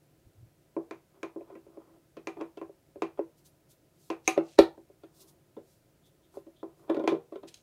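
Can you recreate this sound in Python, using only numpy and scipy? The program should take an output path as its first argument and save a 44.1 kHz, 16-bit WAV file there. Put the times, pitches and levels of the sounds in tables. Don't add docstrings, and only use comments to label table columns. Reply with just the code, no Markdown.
import sys
import numpy as np
from scipy import signal
from scipy.fft import rfft, irfft, next_fast_len
from scipy.io import wavfile

SR = 44100
rng = np.random.default_rng(int(sys.argv[2]) if len(sys.argv) > 2 else 0)


def dump(signal):
    limited = np.clip(np.atleast_2d(signal).T, -1, 1)
    pcm = np.round(limited * 32767).astype(np.int16)
    wavfile.write(sys.argv[1], SR, pcm)


N = 336042
TIME_S = np.arange(N) / SR
RING_SAMPLES, LEAD_SAMPLES = 12000, 1024

# t/s, strength/dB, contact cut-off/Hz, relative seat knock/dB
SLIPS = [(1.409, -49, 1070.0, 5.5), (1.501, -49.5, 950, 3.5), (1.554, -50.5, 2200, -20),
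         (1.666, -58.5, 880.0, 4.5), (1.773, -46.5, 526, 0.5), (2.169, -45.5, 2580, -9),
         (2.37, -44, 1070, -11), (2.573, -46.5, 3100, 2.5), (2.695, -53.5, 237, 8.5),
         (2.959, -44.5, 470.0, -2), (3.192, -37.5, 890, 15.5), (4.377, -24.5, 1160, 4.5),
         (4.589, -16, 4250, 9), (4.777, -52, 850, -0.0), (4.9, -62, 690.0, 9), (5.036, -52, 2270.0, 2.5),
         (5.569, -43.5, 841, -9.5), (6.371, -52.5, 1196, 17), (6.468, -48.5, 480.0, -11),
         (6.8988, -25, 1080, -8), (6.946, -39.5, 2180, 4), (6.969, -30.0, 780.0, -7.0),
         (6.996, -32.5, 1020.0, -2.5), (7.04, -33, 930.0, 2.5), (7.12, -25, 660.0, -17),
         (7.147, -36, 536, -12.0), (7.324, -43, 915, -2), (7.358, -44.5, 1810, 3),
         (7.433, -46.5, 1640.0, -3.5)]
# f/Hz, gain/dB
SLIP_TONE = [(335, -0.5), (594, -5), (1095, -12.5), (2830, -12), (7070, -17.5)]
# t/s, strength/dB, contact cut-off/Hz
CLICKS = [(0.766, -30.0, 765), (0.91, -41.0, 2250), (1.231, -37, 2350), (1.361, -37, 574),
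          (2.272, -37, 2880), (2.411, -38, 1910), (2.615, -39.0, 1230), (3.021, -29.5, 1950),
          (4.102, -31.5, 2120), (4.2775, -29, 4850), (6.63, -38, 940), (7.076, -24.5, 2260)]
# f/Hz, gain/dB
CLICK_TONE = [(335, 0.5), (594, -4.5), (1095, -6), (2830, -7), (7070, 1.5)]
# t/s, strength/dB
CAM_OUTS = [(4.2768, -21), (4.2791, -26)]
# t/s, strength/dB, sigma/s
GRINDS = [(1.165, -59, 0.023), (1.508, -52.5, 0.042), (1.825, -56.5, 0.095), (2.41, -41, 0.018),
          (3.178, -33, .002), (4.369, -31, 0.0049), (5.22, -64.5, 0.098), (6.359, -49, .017),
          (6.701, -57.5, 0.018), (6.832, -57, 0.054), (6.887, -43, 0.0054), (7.009, -38, 0.0066),
          (7.062, -41.5, 0.0043)]
# low/Hz, high/Hz
WING_BANDS_HZ = [(250, 450), (470, 750), (800, 1500), (2000, 4000), (5000, 10000)]
# f/Hz, level/dB, t60/s
WING_MODES = [(159, -7, 0.25), (248.5, -10, .15), (331.7, 7.5, 0.16), (389.5, 3.5, 0.14),
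              (420.8, 3.5, 0.076), (468.2, -13.5, 0.22), (559.6, -0.5, 0.059), (603, -10, 0.079),
              (660, -5, .07), (764, -15, 0.12), (813.4, -18.5, 0.12), (935, -18, 0.13),
              (1008.7, -14.5, .11), (1039.5, -6.5, 0.11), (1091.6, -16, 0.078), (1219, -23.5, 0.055),
              (1358, -18, 0.082), (1954, -22.5, .1), (2140, -34, 0.11), (2415, -19, 0.094),
              (2640, -19.5, 0.071)]
# f/Hz, gain/dB
FOAM_TONE = [(60, -13), (140, -4.5), (235, -18.5), (350, 1.5), (600, -1), (780, -3), (1080, -2.5),
             (1350, -8), (1700, -11), (2450, -15.5), (3000, -18), (4500, -14), (6400, -13.5), (9000, -21),
             (15000, -31.5)]
# f/Hz, level/dB, t60/s
SEAT_MODES = [(406.6, -0.5, 0.051), (556.4, -3, .05)]
# t/s, f/Hz
SCREW_RESONANCE = [(0.9, 2400), (1.3, 2470), (4.4, 2630), (4.59, 4097), (5.1, 3397), (7.4, 3400)]
# f/Hz, level/dB, t60/s
STEEL_MODES = [(760.5, -9.5, 0.13), (1220, -14, 0.14), (1955, -9, .05), (2080, -14, 0.031),
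               (2391, 6, 0.026), (2678, -2.5, .012), (3900, -15.5, 0.052), (4694, -16.5, 0.03),
               (5930, -0.5, 0.017), (6540, -2.5, 0.026), (6420, -2, 0.0093), (7100, -7, 0.0081),
               (9090, -10.5, 0.013), (10240, -13, 0.0094), (11300, -10, .008)]
# t/s, strength/dB, sigma/s
RUBS = [(3.387, -71, 0.013), (3.465, -61.5, 0.011), (3.713, -64, 0.013), (4.049, -69, 0.049),
        (5.175, -66.5, 0.024), (5.215, -57, 0.013), (5.289, -62.5, 0.012), (5.714, -73, 0.047),
        (6.067, -71.5, .012), (6.361, -70, 0.027), (6.804, -77, 0.031)]
# t/s, level/dB, sigma/s
SCRAPES = [(4.271, -60.5, 0.016), (4.507, -63.5, 0.044), (7.487, -51, 0.0071), (7.544, -47.5, 0.002),
           (7.564, -68.5, .031)]
# t/s, level/dB, sigma/s
SQUEAKS = [(6.061, -74, .02), (6.247, -77.5, 0.014), (6.569, -68.5, 0.0073), (6.606, -74, 0.017)]
# t/s, level/dB, sigma/s, f/Hz
BUMPS = [(0.267, -51, 0.009, 92), (0.418, -56.5, 0.034, 100), (4.605, -40.5, .008, 55.17)]
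# f/Hz, t60/s
ROOM_DECAY = [(150, 0.15), (500, 0.37), (1200, 0.19), (4000, 0.19), (12000, 0.17)]
# f/Hz, gain/dB
ROOM_TONE = [(150, 4.5), (400, -3.5), (1100, 0), (2500, 3.5), (6000, -7.5), (12000, 3)]
# f/Hz, relative density/dB
AIR_SPECTRUM = [(13, -37), (22, -21.5), (146, -6), (240, -17.5), (316, -8.5), (490, -19), (532, -19.5),
                (645, -16.5), (849, -27), (1030, -25), (1120, -35.5), (1250, -26), (1350, -28.5),
                (3440, -34), (15600, -36)]
# f/Hz, level/dB
MOTOR_HUM = [(149, -77), (542, -82.5)]


def slips(gain_db, top_db, seat_db=4.5, light_slip_db=-49.5, light_creep_db=4, creep_db_per_db=0.18):
    tone_db = gain_db + at_hz(SLIP_TONE, band_centres_hz())
    blows = [(s, db, hz, light_creep_db - creep_db_per_db * (db - light_slip_db))
             for s, db, hz, _ in SLIPS]
    out = wing_blows(blows, tone_db, top_db, rolloff=3.23)
    knock = band(ringing(SEAT_MODES).sum(axis=0), low_hz=272, high_hz=1100)
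    for s, db, _, knock_db in SLIPS:
        add(out, from_db(db + knock_db + seat_db) * knock, round(s * SR))
    return out


def clicks(gain_db, top_db, creep_db=-27, rolloff=5.57, shaft_db=5.5, shaft_onset_hz=3553, room_db=-5):
    tone_db = gain_db + at_hz(CLICK_TONE, band_centres_hz())
    wing = wing_blows([(s, db, hz, creep_db) for s, db, hz in CLICKS], tone_db, top_db, rolloff)
    shaft, steel = np.zeros(N), ringing(STEEL_MODES)
    mode_signs = rng.choice([-1, 1], (len(CLICKS), len(STEEL_MODES)))
    for (s, db, contact_hz), signs in zip(CLICKS, mode_signs):
        loss_db = contact_loss_db(shaft_onset_hz, contact_hz, rolloff)
        ring = signal.sosfilt(signal.butter(1, contact_hz, fs=SR, output="sos"), signs @ steel)
        add(shaft, from_db(db + shaft_db - loss_db) * ring, round(s * SR))
    return wing + with_room(shaft, room_db)


def cam_out(room_db):
    out = np.zeros(N)
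    ring = rng.choice([-1, 1], len(STEEL_MODES)) @ ringing(STEEL_MODES)
    ring = with_room(ring, room_db)
    for s, db in CAM_OUTS:
        add(out, from_db(db) * ring, round(s * SR))
    return out


def grinding(creeps_per_s):
    pressure = sum(from_db(db) * bell(TIME_S - s, sigma_s) for s, db, sigma_s in GRINDS)
    creeps = rms_one(creep_pulses(N, creeps_per_s))
    response = wing_response(ringing(WING_MODES, rise_s=0.0036), room_tails(1)[0], screw_hz=3420)
    response = colour(response, [(400, 1.5), (1000, 0.5), (2400, -6.5), (3500, -18), (7000, -36.5)])
    return signal.fftconvolve(creeps * pressure, energy_one(response))[:N]


def stick_slip(creep_db, creeps_per_s=1100, swell_s=0.0024, settle_s=0.0051):
    t = np.arange(-LEAD_SAMPLES, LEAD_SAMPLES) / SR
    envelope = np.exp(np.minimum(t / swell_s, -t / settle_s))
    creeps = energy_one(creep_pulses(len(t), creeps_per_s) * envelope)
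    creeps = colour(creeps, [(600, 1), (2500, -2.5), (8000, -8.5)])
    release = signal.unit_impulse(len(t), LEAD_SAMPLES)
    return from_db(creep_db) * creeps + release


def creep_pulses(samples, creeps_per_s):
    return rng.standard_normal(samples) * (rng.random(samples) < creeps_per_s / SR)


def contact_loss_db(hz, contact_hz, rolloff):
    return 10 * np.log10(1 + (hz / contact_hz) ** rolloff)


def wing_blows(blows, tone_db, top_db, rolloff):
    out, rings, centres_hz = np.zeros(N), ringing(WING_MODES, rise_s=0.0015), band_centres_hz()
    for (s, db, contact_hz, creep_db), tail in zip(blows, room_tails(len(blows))):
        screw_hz = np.interp(s, *np.transpose(SCREW_RESONANCE))
        response = wing_response(rings, tail, screw_hz)
        hit = signal.fftconvolve(stick_slip(creep_db), response)[:RING_SAMPLES]
        attacks = [band(hit[:2 * LEAD_SAMPLES], *edges_hz, order=3)[LEAD_SAMPLES:]
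                   for edges_hz in WING_BANDS_HZ]
        attack_db = 20 * np.log10(np.std(attacks, axis=1))
        gains_db = db + tone_db - contact_loss_db(centres_hz, contact_hz, rolloff) - attack_db
        spectrum = [*zip(centres_hz, gains_db), (15000, gains_db[-1] + top_db)]
        add(out, colour(hit, spectrum), round(s * SR) - LEAD_SAMPLES)
    return out


def wing_response(rings, tail, screw_hz, screw_db=8, modes_db=-31, scatter_db=3, scatter_s=0.003):
    t = np.arange(RING_SAMPLES) / SR
    scatter = energy_one(rng.standard_normal(len(t)) * np.exp(-t / scatter_s))
    foam = colour(signal.unit_impulse(len(t)) + from_db(scatter_db) * scatter + tail, FOAM_TONE)
    screw = signal.lfilter(*signal.iirpeak(screw_hz, Q=7, fs=SR), foam)
    spread_db = rng.normal(0, 1.34, len(rings))
    return foam + from_db(screw_db) * screw + from_db(modes_db + spread_db) @ rings


def radiated(x, corner_hz=235):
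    return signal.sosfilt(signal.butter(4, corner_hz, "high", fs=SR, output="sos"), x)


def ringing(modes, rise_s=0.0001):
    t = np.arange(RING_SAMPLES) / SR
    rings = [from_db(db - 60 * t / t60_s) * np.sin(2 * np.pi * hz * t) for hz, db, t60_s in modes]
    return np.array(rings) * (1 - np.exp(-t / rise_s))


def handling(room_db):
    rubs = sum(stroke(*rub, low_hz=3740, high_hz=15260, order=3) for rub in RUBS)
    rubs = colour(rubs, [(4000, 2.5), (10000, 0), (15000, -3.5)])
    scrapes = sum(stroke(*scrape, low_hz=2374, high_hz=7400, rough_db=5.5) for scrape in SCRAPES)
    squeaks = sum(stroke(*squeak, low_hz=3190, high_hz=3720) for squeak in SQUEAKS)
    bumps = sum(stroke(s, db, sigma_s, hz / 1.5, hz * 1.2, rough_db=-0.5) for s, db, sigma_s, hz in BUMPS)
    return with_room(rubs + scrapes + squeaks + bumps, room_db)


def stroke(s, db, sigma_s, low_hz, high_hz, order=2, rough_db=0, catch_s=0.00073):
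    out, middle = np.zeros(N), RING_SAMPLES // 2
    t = np.arange(-middle, middle) / SR
    catches = np.interp((t - t[0]) / catch_s, np.arange(1024), rng.standard_normal(1024))
    friction = rng.standard_normal(len(t)) * from_db(rough_db * catches)
    friction = rms_one(band(friction, low_hz, high_hz, order))
    add(out, from_db(db) * friction * bell(t, sigma_s), round(s * SR) - middle)
    return out


def room_tails(count, build_s=0.003):
    t, edges_hz = np.arange(RING_SAMPLES) / SR, np.geomspace(70, 18000, num=9)
    out = 0
    for low_hz, high_hz in zip(edges_hz, edges_hz[1:]):
        hz = np.sqrt(low_hz * high_hz)
        fade = energy_one(from_db(-60 * t / at_hz(ROOM_DECAY, hz)) * (1 - np.exp(-t / build_s)))
        noise = band(rng.standard_normal((count, len(t))), low_hz, high_hz)
        out = out + noise * fade * from_db(at_hz(ROOM_TONE, hz))
    return out


def with_room(x, room_db):
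    return x + from_db(room_db) * signal.fftconvolve(x, room_tails(1)[0])[:len(x)]


def workshop(air_db):
    air = rms_one(colour(rng.standard_normal(N), AIR_SPECTRUM))
    hum = sum(from_db(db) * np.sqrt(2) * np.sin(2 * np.pi * hz * TIME_S) for hz, db in MOTOR_HUM)
    return from_db(air_db) * air + hum


def from_db(db):
    return 10 ** (np.asarray(db) / 20)


def rms_one(x):
    return x / np.sqrt(np.mean(x ** 2) + 1e-20)


def energy_one(x):
    return rms_one(x) / np.sqrt(len(x))


def bell(t, sigma_s):
    return np.exp(-0.5 * (t / sigma_s) ** 2)


def band_centres_hz():
    return np.sqrt(np.prod(WING_BANDS_HZ, axis=1))


def at_hz(points, hz):
    knots_hz, values = np.transpose(points)
    return np.interp(np.log(hz + 1e-3), np.log(knots_hz), values)


def colour(x, spectrum):
    size = 2 * next_fast_len(len(x))
    hz = np.arange(size // 2 + 1) * SR / size
    cepstrum = irfft(np.log(from_db(at_hz(spectrum, hz))))
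    cepstrum[1:size // 2] *= 2
    cepstrum[size // 2 + 1:] = 0
    return irfft(rfft(x, size) * np.exp(rfft(cepstrum)))[:len(x)]


def band(x, low_hz, high_hz, order=2):
    return signal.sosfilt(signal.butter(order, [low_hz, high_hz], "band", fs=SR, output="sos"), x)


def add(out, x, start):
    out[start:start + len(x)] += x[:N - start]


def scene():
    wing = clicks(gain_db=-1.47, top_db=-4) + slips(gain_db=0.2, top_db=3.5) + grinding(creeps_per_s=470)
    return (radiated(wing) + cam_out(room_db=-9.5) + handling(room_db=-5.5) + workshop(air_db=-66.5))[None]


def record(dry):
    stop_db, stop_hz = 80, 16500
    return signal.sosfilt(signal.cheby2(18, stop_db, stop_hz, fs=SR, output="sos"), np.clip(dry, -1, 1))


dry = scene()
out = record(dry)
dump(out)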